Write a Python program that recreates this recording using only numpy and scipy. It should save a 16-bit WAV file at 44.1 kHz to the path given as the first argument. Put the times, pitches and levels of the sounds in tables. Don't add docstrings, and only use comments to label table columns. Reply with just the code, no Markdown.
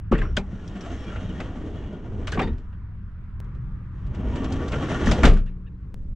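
import sys
import numpy as np
from scipy import signal
from scipy.fft import rfft, irfft, next_fast_len
from scipy.io import wavfile
from scipy.ndimage import uniform_filter1d

SR = 44100
rng = np.random.default_rng(int(sys.argv[2]) if len(sys.argv) > 2 else 0)


def waveform_to_disk(signal):
    frames = np.transpose(np.atleast_2d(signal))
    scaled = np.clip(frames, -1, 1) * 32767
    samples = np.round(scaled).astype(np.int16)
    wavfile.write(sys.argv[1], SR, samples)


def ratio_of_db(decibels):
    return 10 ** (np.asarray(decibels, float) / 20)


N = 271215


def evened(x):
    return x / np.sqrt(np.mean(x ** 2) + 1e-20)


def read(points, hz):
    f, value = np.transpose(points)
    return np.interp(np.log(hz + 1), np.log(f + 1), value)


def add(mix, s, sound):
    part = mix[round(s * SR):][:len(sound)]
    part += sound[:len(part)]


def swell(t, s, db, length):
    return db * np.exp(-((t - s) / length) ** 2)


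def resonate(x, hz, width):
    r = np.exp(-np.pi * width / SR)
    pole = r * np.exp(2j * np.pi * hz / SR)
    return 2 * signal.lfilter([1 - r], [1, -pole], x).real


def bands(spectrum):
    hz = np.abs(np.fft.fftfreq(8192, 1 / SR)) + 1
    low = 1 / (1 + (hz / 700) ** 10)
    high = 1 / (1 + (3000 / hz) ** 14)
    gain = ratio_of_db(read(spectrum, hz)) * np.sqrt(np.abs([low, 1 - low - high, high]))
    log_gain = np.log(np.maximum(gain, 1e-6 * gain.max()))
    taps = np.fft.ifft(np.exp(signal.hilbert(log_gain).conj())).real[:, :2048]
    return taps / np.linalg.norm(taps, axis=1, keepdims=True)


# frequency_hz [Hz], density_db [dB per Hz]
FIELD_SPECTRA = [
    [(12, -37), (20, -6), (79, -3), (108, -7), (127, -26), (165, -14), (256, -31), (544, -48.5), (892, -50),
     (990, -43), (1460, -44), (3830, -66.5), (10000, -85.5), (13000, -117), (22000, -120)],
    [(12, -27), (20, -13), (54, 5.5), (86, -5.5), (124, -4.5), (192, -23.5), (237, -22.5), (284, -25),
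     (559, -42.5), (670, -52), (1160, -39), (3280, -61), (10000, -80), (13000, -116), (22000, -120)],
    [(12, -29), (20, 2), (48, -5), (64, -8.5), (117, -9.5), (197, -17), (237, -20), (350, -34), (604, -41),
     (706, -53.5), (6790, -70.5), (10000, -77), (13000, -113), (22000, -120)],
]
FIELD_DB = [-33, -31, -31]
# centre_s [s], swell_db [dB], length_s [s]
BASS_SWELLS = [
    (.27, 7, .12),
    (1.2, 2, 0.13),
    (2.4, 7.5, 0.18),
    (4.598, 3.5, 0.53),
    (5.1, 8, .1),
    (5.3, 13.5, 0.12),
    (5.64, -7, 0.18),
    (6.15, 1.5, 0.27),
]
CALM_DB = -1
# start_s [s], level_db [dB], slope_db_per_s [dB/s]
ROAD = [
    (0, 1.5, 0.05),
    (3.4, 6, -3),
    (5.94, 6.5, 3.5),
]
# frequency_hz [Hz], likeness [0-1]
COHERENCE = [(60, 0.98), (170, 1), (460, 0.87), (1260, 0.67), (3470, 0.17), (9580, 0.25)]


def field(patchy_db=1.5, bass_hz=130, road_hz=1450):
    frames, hz = N // 512 + 5, np.fft.rfftfreq(2048, 1 / SR)
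    t = np.arange(frames) * 512 / SR
    a, b, c, d, patches = rng.standard_normal((frames, 1025, 5)).T
    patches = uniform_filter1d(patches, size=20, axis=0)
    patches = evened(uniform_filter1d(patches, size=6, axis=1))
    colours = [ratio_of_db(db) * evened(ratio_of_db(read(f, hz))) for f, db in zip(FIELD_SPECTRA, FIELD_DB)]
    view = np.searchsorted([row[0] for row in JOINS], t)
    bass_db = CALM_DB + sum(swell(t, *row) for row in BASS_SWELLS)
    level_db = bass_db / (1 + (hz[:, None] / bass_hz) ** 4)
    start_s, road_db, slope_db = np.array(ROAD)[view].T
    roar_shape = np.exp(-np.log((hz[:, None] + 1) / road_hz) ** 2 / .6)
    level_db += (road_db + slope_db * (t - start_s)) * roar_shape
    same = np.clip(read(COHERENCE, hz), -1, 1)[:, None]
    left = a + 1j * b
    right = same * left + np.sqrt(1 - same ** 2) * (c + 1j * d)
    z = np.array([left, right])
    z *= np.array(colours)[view].T * ratio_of_db(level_db + patchy_db * patches) / 26
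    return signal.istft(z, nperseg=2048, noverlap=1536)[1][:, :N]


def hiss(db=-97.5):
    return ratio_of_db(db) * rng.standard_normal((2, N))


# start_s [s], level_db [dB], pitch_hz [Hz], t60_s [s], sign [push +1, pull -1]
BOOMS = [(.114, -10, 230, .12, -1), (.124, -9, 42, .3, -1), (.1265, -7, 360, .05, 1),
         (.185, -16, 30.5, .7, -1), (.372, -25, 35, .4, 1), (.376, -22, 195, .3, 1),
         (2.290, -19, 70, .15, 1), (2.355, -21, 45, .3, 1), (2.425, -20, 360, .08, 1),
         (2.447, -14, 45, .15, 1), (2.498, -20, 35, .4, 1), (5.076, -9, 230, .12, -1),
         (5.082, -9, 50, .3, -1), (5.115, -15, 200, .12, 1), (5.165, -16, 65, .25, 1),
         (5.243, -8, 255, .1, 1), (5.242, -14, 445, .14, 1), (5.275, -17, 440, .12, 1),
         (5.284, -16, 110, .2, 1), (5.277, -10, 280, .12, 1), (5.31, -16, 185, .2, 1),
         (5.345, -20, 200, .3, 1), (5.262, -13, 116, .3, 1), (5.2335, -3, 54, .32, 1),
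         (5.264, -1, 29.5, .65, -1)]
# start_s [s], level_db [dB], pitch_hz [Hz], t60_s [s]
SEAMS = [(.529, -28.5, 189, 0.14), (.75, -29, 191, .15), (1.073, -29.5, 188, 0.13), (1.282, -26, 170, 0.12),
         (1.38, -23, 183, .1), (1.699, -30, 220, 0.13), (4.194, -26, 213, 0.092), (4.24, -23, 245, .1),
         (4.307, -28, 250, 0.13), (4.345, -20, 111, .1), (4.454, -25.5, 185, .1), (4.489, -24, 196, 0.11),
         (4.545, -21.5, 150, 0.095), (4.6, -21, 130, .1), (4.729, -25, 290, 0.103), (4.836, -24, 312, 0.11),
         (5.028, -21, 340, .08)]


def booms(rise_turns=0.24):
    t, out = np.arange(SR) / SR, np.zeros(N)
    for s, db, hz, t60, sign in BOOMS + [(*row, 1) for row in SEAMS]:
        onset = 1 - np.exp(-t * hz / rise_turns)
        add(out, s, sign * ratio_of_db(db - 60 * t / t60) * onset * np.sin(2 * np.pi * hz * t))
    return out


# start_s [s], level_db [dB], thud_db [dB re level], snap_db [dB re level]
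LATCH = [
    (0.1155, -26.5, 13, -14),
    (0.127, -24.5, 12, -25),
    (0.147, -29.5, 2, -26),
    (0.177, -30, 1, -14),
    (0.214, -28.5, 6.5, -20),
    (0.241, -41, 12.5, -17),
]
HANDLE = [
    (0.41, -36, -4.5, -20),
    (0.37, -19.5, -18, -24),
    (0.367, -20, 4, 0.5),
]
STEPS = [(0.676, -49.5, 20, 7.5), (0.754, -36, 9, -16), (0.808, -41, 6, 0.5), (1.158, -27, -27, -20),
         (1.297, -46.5, 27.5, -10), (1.401, -23.5, 2.5, -12), (2.727, -46, -10, -23), (3.443, -53, -4, -8),
         (3.549, -49, 14, -12), (3.98, -52, 6, -12), (4.065, -50, 0, -2), (4.146, -38.5, 2, -7),
         (4.357, -31.5, 9, -5.5), (4.442, -31.5, -20, -3), (4.522, -38.5, 8, 8), (4.681, -39, -5, 6),
         (4.719, -23.5, -8.5, -11), (4.73, -20, -14, -51)]
STOP = [
    (2.271, -25.5, -22, -6.5),
    (2.319, -28.5, 3, -2.5),
    (2.343, -33.5, 15, -8.5),
    (2.374, -27, 15, -30),
    (2.391, -15.5, 3.5, -21.5),
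    (2.415, -29, 6.5, -8.5),
    (2.471, -35.5, 14, -19),
    (2.528, -51, 13, -12),
    (2.58, -55.5, 21, -1.5),
]
SLAM = [(5.058, -36.5, 9.5, 4.5), (5.069, -23.5, 9, -11), (5.112, -18, 0.5, -3.5), (5.232, -8.5, 2, -15.5),
        (5.24, -15, 4.5, -9.5), (5.251, -10, 3.5, -6.5), (5.276, -21, 2.5, -9.5), (5.29, -44, -5.5, 4),
        (5.334, -32.5, 11.5, -7.5), (5.361, -37, -8, -12), (5.371, -33.5, -9, -10.5),
        (5.46, -50, 10.5, -6.5), (5.49, -50.5, 7.5, -15)]
# blows [table], t60_s [s], rise_ms [ms]
KINDS = [(LATCH, 0.24, 5.5), (HANDLE, 0.095, 2.8), (STEPS, 0.1, 3.5), (STOP, 0.17, 3.3), (SLAM, 0.2, 3)]
# frequency_hz [Hz], density_db [dB per Hz]
STRUCK = [(76, -19), (130, 12.5), (440, -4), (893, -23.5), (1290, -18.5), (2060, -23), (3130, -26.5),
          (3830, -28.5), (7500, -36), (10000, -54.5), (13000, -91.5), (22000, -120)]
# pitch_hz [Hz], level_db [dB], t60_s [s]
PANEL = [(238.5, 1, 0.56), (318, -4.5, 0.29), (389.7, 0.5, 0.29), (446.5, -4, 0.077), (501, -24, 0.51),
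         (593, -7.5, 0.34), (690, -30, 0.38)]


def knocks(rise=(2.5, 1.1, .9), lasting=(1.6, 1.0, .8), crack=0.17, tail_db=-6, panel_db=-8,
           peak_db=-3, air_db=-38, blow_db=-6):
    t, drive = np.arange(SR // 3) / SR, np.zeros((3, N))
    for rows, t60, rise_ms in KINDS:
        for s, db, thud_db, snap_db in rows:
            rattle = rng.standard_normal(len(t))
            for k, rel_db in enumerate((thud_db, 0, snap_db)):
                fall_db = -60 * t / max(t60 * lasting[k], .01)
                onset = (1 - np.exp(-1500 * t / max(rise_ms * rise[k], .1))) ** 2
                decay = ratio_of_db(fall_db / crack) + ratio_of_db(fall_db + tail_db)
                add(drive[k], s - .001, ratio_of_db(db + rel_db + peak_db) * onset * decay * rattle)
    thud, mid, snap = signal.fftconvolve(drive, bands(STRUCK), axes=1)[:, :N]
    panel = sum(ratio_of_db(db) * resonate(thud, hz, 3.6 / t60) for hz, db, t60 in PANEL)
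    airy = signal.butter(4, [10000, 15000], "band", fs=SR, output="sos")
    air = signal.sosfilt(airy, drive[2] + ratio_of_db(blow_db) * drive[1])
    return thud + mid + snap + 4 * ratio_of_db(panel_db) * panel + ratio_of_db(air_db) * air


# start_s [s], level_db [dB], pitch_hz [Hz], t60_s [s]
LOCK_RINGS = [(.119, -23, 1180, .1), (.122, -25, 840, 0.076), (.124, -18, 442, 0.066),
              (.150, -31.5, 1790, 0.11), (.180, -54, 7450, 0.067), (.215, -27.5, 1630, 0.058),
              (.178, -37.5, 2650, 0.091), (.186, -34, 1750, .07), (.186, -41.5, 3420, 0.063),
              (.222, -62, 5600, .6), (.25, -39.5, 1350, 0.23), (.135, -30, 1500, 0.087),
              (.370, -16, 1500, 0.034), (.371, -15, 3220, 0.021), (.370, -28, 2430, 0.074),
              (.378, -31, 810, 0.14), (.374, -24.5, 561, .08), (1.1, -44, 1600, 0.069),
              (1.298, -47, 2900, 0.095), (5.070, -23, 1810, .06), (5.085, -27.5, 1310, 0.086),
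              (5.07, -22, 450, .08), (5.115, -22, 630, .1), (5.13, -25, 760, .12), (5.112, -26.5, 930, .06),
              (5.26, -23, 620, .25), (5.275, -21, 438, .15), (5.32, -29, 450, .12), (.215, -32, 2100, .06),
              (.225, -36.5, 1100, .15), (1.398, -33, 640, .06), (5.240, -14, 1566, 0.086),
              (5.243, -22.5, 769, 0.2), (5.251, -24.5, 1170, 0.28), (5.24, -13, 440, 0.19),
              (5.272, -30, 2203, 0.053), (5.365, -40.5, 1520, 0.11)]
STOP_RINGS = [(2.322, -28.5, 1554, 0.14), (2.372, -28.5, 1094, 0.091), (2.372, -26, 720, 0.083),
              (2.393, -26.5, 2390, 0.045), (2.396, -24, 767, 0.12), (2.38, -28, 265, 0.25),
              (2.4, -25.5, 364, 0.15), (2.415, -37, 3640, 0.13), (2.418, -32.5, 1930, 0.078),
              (2.423, -48.5, 4600, 0.15), (2.43, -36, 925, 0.23), (2.472, -44.5, 1870, 0.17),
              (2.272, -34, 3000, .06), (2.275, -37.5, 1150, 0.088), (2.32, -35.5, 2900, 0.064),
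              (2.475, -47.5, 3700, 0.089), (2.45, -35, 450, .12), (5.57, -55, 380, .6),
              (2.335, -41, 1840, 0.28), (2.729, -55, 1540, 0.133)]
PUFFS = [
    (.808, -48, 5540, 0.085),
    (5.059, -39, 5540, 0.05),
    (5.075, -40.5, 5900, 0.19),
    (5.112, -45.5, 7500, .1),
    (.676, -49, 5600, .05),
    (5.238, -46, 9800, .12),
    (5.287, -52, 8300, .06),
    (5.241, -53, 12180, .15),
    (5.288, -59, 11300, 0.11),
    (5.327, -59, 10700, 0.097),
]
# parts [table], least_width_hz [Hz], width_share [fraction of pitch]
PARTS = [(LOCK_RINGS, 160, 0.035), (STOP_RINGS, 110, 0.025), (PUFFS, 100, 0.13)]


def chatter(rise_s=0.0007):
    t, out = np.arange(SR // 2) / SR, np.zeros(N)
    for rows, least_hz, share in PARTS:
        for s, db, hz, t60 in rows:
            width = least_hz + share * hz
            once = resonate(rng.standard_normal(len(t)), hz, width)
            tone = evened(resonate(once, hz, width))
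            add(out, s, ratio_of_db(db - 60 * t / t60) * (1 - np.exp(-t / rise_s)) * tone)
    return out


# time_s [s], rail_db [dB, rises with speed], load_db [dB], dryness_db [dB]
ROLLS = [
    [(0.2, -63, -2, 4.5), (0.46, -58.5, 2, -1), (0.54, -56, 2.5, 3.5), (.7, -52, 2.5, 3),
     (.85, -48.5, 0.5, 1), (0.99, -49, -0.5, 3.5), (1.15, -48.5, -0.5, -0.5), (1.33, -49, 0.5, 0.5),
     (1.53, -51, 3, 0), (1.73, -52, 4.5, 2), (1.95, -54, 4.5, -0.5), (2.12, -55.5, 7, 0), (2.38, -54, 3, 0),
     (2.85, -83, -0.5, 2)],
    [(3.9, -72, -23, 0), (4.102, -56, 2.5, -2.5), (4.25, -46, 3, -2.5), (4.41, -45, 3, 1),
     (4.6, -43, 2.5, 0.5), (4.8, -39.5, -2, -0.5), (4.972, -37, -2.5, -0.5), (5.06, -34, -2.5, -1),
     (5.15, -33.5, -2.5, -1.5), (5.222, -35.5, 0, 1), (5.3, -23.5, -4.5, -3)],
]
# frequency_hz [Hz], density_db [dB per Hz]
ROLLING = [(76, -25), (130, 0), (269, 2), (311, -4.5), (347, -4), (527, -11), (610, -12.5), (801, -13),
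           (1380, -14.5), (2180, -23), (3130, -31.5), (4760, -42.5), (6370, -40), (10000, -62.5),
           (13000, -82), (22000, -120)]
# [dB, unused]
RAIL = [(1151, 25, 0), (1850, 140, -4), (2900, 250, -11), (3210, 75, -9), (3710, 19, -15), (5480, 98, -20),
        (5930, 72, -21), (6700, 88, -20), (7600, 200, -27), (8600, 220, -33)]
# pitch_hz [Hz], width_hz [Hz], level_db [dB]
DRUM = [(203, 73, -3.5), (318, 45, 0.5), (430, 120, -0.5), (613, 31, 1), (1430, 34, 0.5), (2300, 36, 1)]
# centre_s [s], level_db [dB re grind], pitch_hz [Hz], length_s [s]
SINGS_OPENING = [(0.547, 8, 192, 0.071), (0.548, 9, 5880, .06), (0.582, 9.5, 1450, 0.091),
                 (0.59, 10.5, 1700, .06), (.76, 6.5, 1790, .05), (0.753, 3.5, 191, 0.055),
                 (0.848, 4.5, 1300, .1), (.85, 7.5, 686, .12), (0.848, 6.5, 7600, .08),
                 (0.933, 9.5, 6360, .05), (0.949, 9.5, 2020, .04), (.98, 9.5, 1750, .06),
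                 (0.986, 6.5, 430, 0.035), (1.028, 8.5, 8600, .04), (1.05, 7.5, 5470, .08),
                 (1.06, 11, 3240, .07), (1.08, 11.5, 2370, .05), (1.122, 9, 1370, 0.09),
                 (1.15, 11.5, 2810, 0.074), (1.15, 2, 6600, 0.073), (1.25, 8, 3150, 0.055),
                 (1.28, 7.5, 3700, .04), (1.3, 9.5, 184, 0.056), (1.526, 5, 696, 0.029),
                 (1.702, 6, 600, 0.053), (1.695, 10, 404, 0.048), (1.783, 8, 1800, 0.083),
                 (1.883, 5, 355, .12), (1.958, 6.5, 597, 0.035), (2.096, 5, 406, 0.11),
                 (1.9, 10, 2900, 0.15), (1.802, 7, 3310, .1), (1.9, 8.5, 200, 0.076)]
# centre_s [s], level_db [dB re grind], pitch_hz [Hz], length_s [s]
SINGS_SHUTTING = [(4.25, 8, 620, .03), (4.3, 8, 2250, .03), (4.36, 7, 951, 0.069), (4.4, 10, 1800, .06),
                  (4.45, 8, 1150, .05), (4.45, 4.4, 270.4, .15), (4.52, 9.9, 730, .03), (4.6, 8, 1430, .03),
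                  (4.62, 9, 1820, .04), (4.63, 8, 1150, .05), (4.75, 7, 450, .06), (4.8, 8, 1364, .08),
                  (4.83, 8, 1120, 0.044), (4.92, 8, 630, .03), (4.93, 9, 1830, .05), (4.95, 9, 1416, .05),
                  (4.98, 8, 1137, .04), (5.19, 13, 480, .03), (4.66, 8, 479, .07), (4.78, 8, 130, .07)]
RUMBLE_DB, FIZZ_DB, FIZZ_PER_LOAD, FIZZ_PER_SPEED = 10.5, -8.5, -0.29, 0.07


def rolling(rows, grit_per_s=3000, grit_db=2.5, bumpy_db=1.7, blur=1.4, ring=1.1, wander_db=3.5):
    s, *columns = np.transpose(rows)
    t = np.arange(s[0], s[-1], 1 / SR)
    rail_db, load_db, dry_db = (np.interp(t, s, c) for c in columns)
    rumble_db = RUMBLE_DB + load_db
    fizz_db = FIZZ_DB + dry_db + FIZZ_PER_LOAD * load_db + FIZZ_PER_SPEED * (rail_db - rail_db.max())

    grain = ratio_of_db(grit_db * np.minimum(rng.exponential(1, len(t)), 5))
    grain *= rng.random(len(t)) < grit_per_s / SR
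    grit = evened(grain * rng.choice([-1, 1], len(t))) + 0.96 * rng.standard_normal(len(t))
    grit *= ratio_of_db(bumpy_db * evened(uniform_filter1d(rng.standard_normal(len(t)), size=1500)))

    knots = np.arange(s[0], s[-1] + .1, .08)
    rings = np.zeros(len(t))
    for hz, width, db in [(hz, blur * width, 0) for hz, width, _ in RAIL] + DRUM:
        mode_db = db + wander_db * np.interp(t, knots, rng.standard_normal(len(knots)))
        rings += ratio_of_db(mode_db) * resonate(grit, hz, width)
    for at, db, hz, length in SINGS_OPENING + SINGS_SHUTTING:
        near = slice(*np.searchsorted(t, [at - 3 * length, at + 3 * length]))
        if near.stop > near.start:
            bell = np.exp(-((t[near] - at) / length) ** 2)
            rings[near] += ratio_of_db(db + 2.0) * bell * resonate(grit[near], hz, 25 + .012 * hz)

    parts = signal.fftconvolve((grit + ring * rings)[None], bands(ROLLING), axes=1)[:, :len(t)]
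    sound = sum(evened(p) * ratio_of_db(rail_db + db) for p, db in zip(parts, (rumble_db, 0, fizz_db)))
    return s[0], sound * signal.windows.tukey(len(t), .08)


# start_s [s], level_db [dB], sign [direction and share]
JOINS = [
    (3.403, -30.5, 1),
    (5.9433, -26.5, -0.9),
]


def joins(settle_s=.006):
    out = np.zeros(N)
    for s, db, sign in JOINS:
        add(out, s, sign * ratio_of_db(db) * np.exp(-np.arange(SR // 10) / SR / settle_s))
    return out


# pitch_hz [Hz], level_db [dB], swell_s [s], swell_db [dB], swell_length_s [s]
HUM = [
    (121.1, -40, 3.62, 8, 0.15),
    (183, -43, 5.43, 8.5, 0.19),
]


def engine(waver_db=1.0, drift=.012):
    t, out = np.arange(JOINS[0][0], JOINS[1][0], 1 / SR), np.zeros(N)
    for hz, db, *rise in HUM:
        slow = uniform_filter1d(rng.standard_normal((2, len(t))), size=5000, axis=1)
        waver, wander = (evened(v) for v in uniform_filter1d(slow, size=5000, axis=1))
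        level = ratio_of_db(db + swell(t, *rise) + waver_db * waver) * signal.windows.tukey(len(t), .02)
        add(out, t[0], level * np.sin(2 * np.pi * np.cumsum(hz * (1 + drift * wander)) / SR))
    return out


# start_s [s], level_db [dB]
SQUEAKS = [
    (5.463, -55),
    (5.659, -58.5),
]
SQUEAK_S = .033
# start_hz [Hz], top_hz [Hz], end_hz [Hz], top_place [0-1], level_db [dB]
STRIPS = [
    (1550, 1800, 1600, .7, 1),
    (1970, 2850, 2250, 0.3, 0),
    (3000, 3700, 3300, 0.8, -9.5),
]


def squeaks(rough=0.05):
    u, out = np.linspace(0, 1, round(SQUEAK_S * SR)), np.zeros(N)
    for s, db in SQUEAKS:
        for start_hz, top_hz, end_hz, place, strip_db in STRIPS:
            away = np.where(u < place, u / place - 1, (u - place) / (1 - place)) ** 2
            hz = top_hz + (np.where(u < place, start_hz, end_hz) - top_hz) * away
            slips = 1 + rough * evened(uniform_filter1d(rng.standard_normal(len(u)), size=40))
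            tone = np.sin(2 * np.pi * np.cumsum(hz * slips) / SR)
            add(out, s, ratio_of_db(db + strip_db) * tone * np.sin(np.pi * u) ** 0.5)
    return out


# frequency_hz [Hz], side_db [dB re middle]
SPREAD = [(60, -23.5), (140, -27.5), (330, -26.5), (760, -24.5), (1770, -14.5), (4110, -12.5), (9580, -11)]
# frequency_hz [Hz], left_over_right_db [dB]
LEAN = [(60, 0), (140, 1.0), (330, 1), (760, -1), (1770, 2), (4110, 0.5), (9580, -1)]


def wide(x):
    hz, t, z = signal.stft(x, SR, nperseg=128)
    scramble = np.exp(2j * np.pi * rng.random(z.shape))
    side = z * scramble * 2 * ratio_of_db(read(SPREAD, hz))[:, None]
    lean = ratio_of_db(read(LEAN, hz) / 2)[:, None]
    both = np.array([(z + side) * lean, (z - side) / lean])
    return signal.istft(both, SR, nperseg=128)[1][:, :N]


# frequency_hz [Hz], left_lead_rad [rad]
LEAD = [(30, .2), (120, 0.13), (330, -.05), (1000, -.2), (2670, -0.4), (6500, -0.4), (9700, -.6)]


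def ports(x):
    size = next_fast_len(N)
    half = np.exp(.5j * read(LEAD, np.fft.rfftfreq(size, 1 / SR)))
    return irfft(rfft(x, size) * np.array([half, 1 / half]), size)[:, :N]


def scene():
    door = knocks() + chatter() + squeaks()
    for rows in ROLLS:
        add(door, *rolling(rows))
    low = (booms() + engine()) * ratio_of_db(np.array([[.7], [-.7]]))
    return ports(wide(door) + low + field()) + joins() + hiss()


def roll_off(x):
    return signal.sosfilt(signal.butter(12, 15750, fs=SR, output="sos"), x)


def record(dry, knee_db=-19, squeeze=0.24, recover_db=5.5):
    power_db = 10 * np.log10(abs(uniform_filter1d((dry ** 2).mean(0), size=2000)) + 1e-12)
    fall = np.arange(N) * recover_db / SR
    held_db = np.maximum.accumulate(power_db + fall) - fall
    over_db = np.maximum(held_db - knee_db, 0)
    ducked = dry / ratio_of_db(squeeze * uniform_filter1d(over_db, size=2000))
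    ducked = ducked * np.minimum((N - np.arange(N)) / 900, 1)
    mix = np.tanh(ducked / 1.6) * 1.6
    return roll_off(mix)


dry = scene()
out = record(dry)
waveform_to_disk(out)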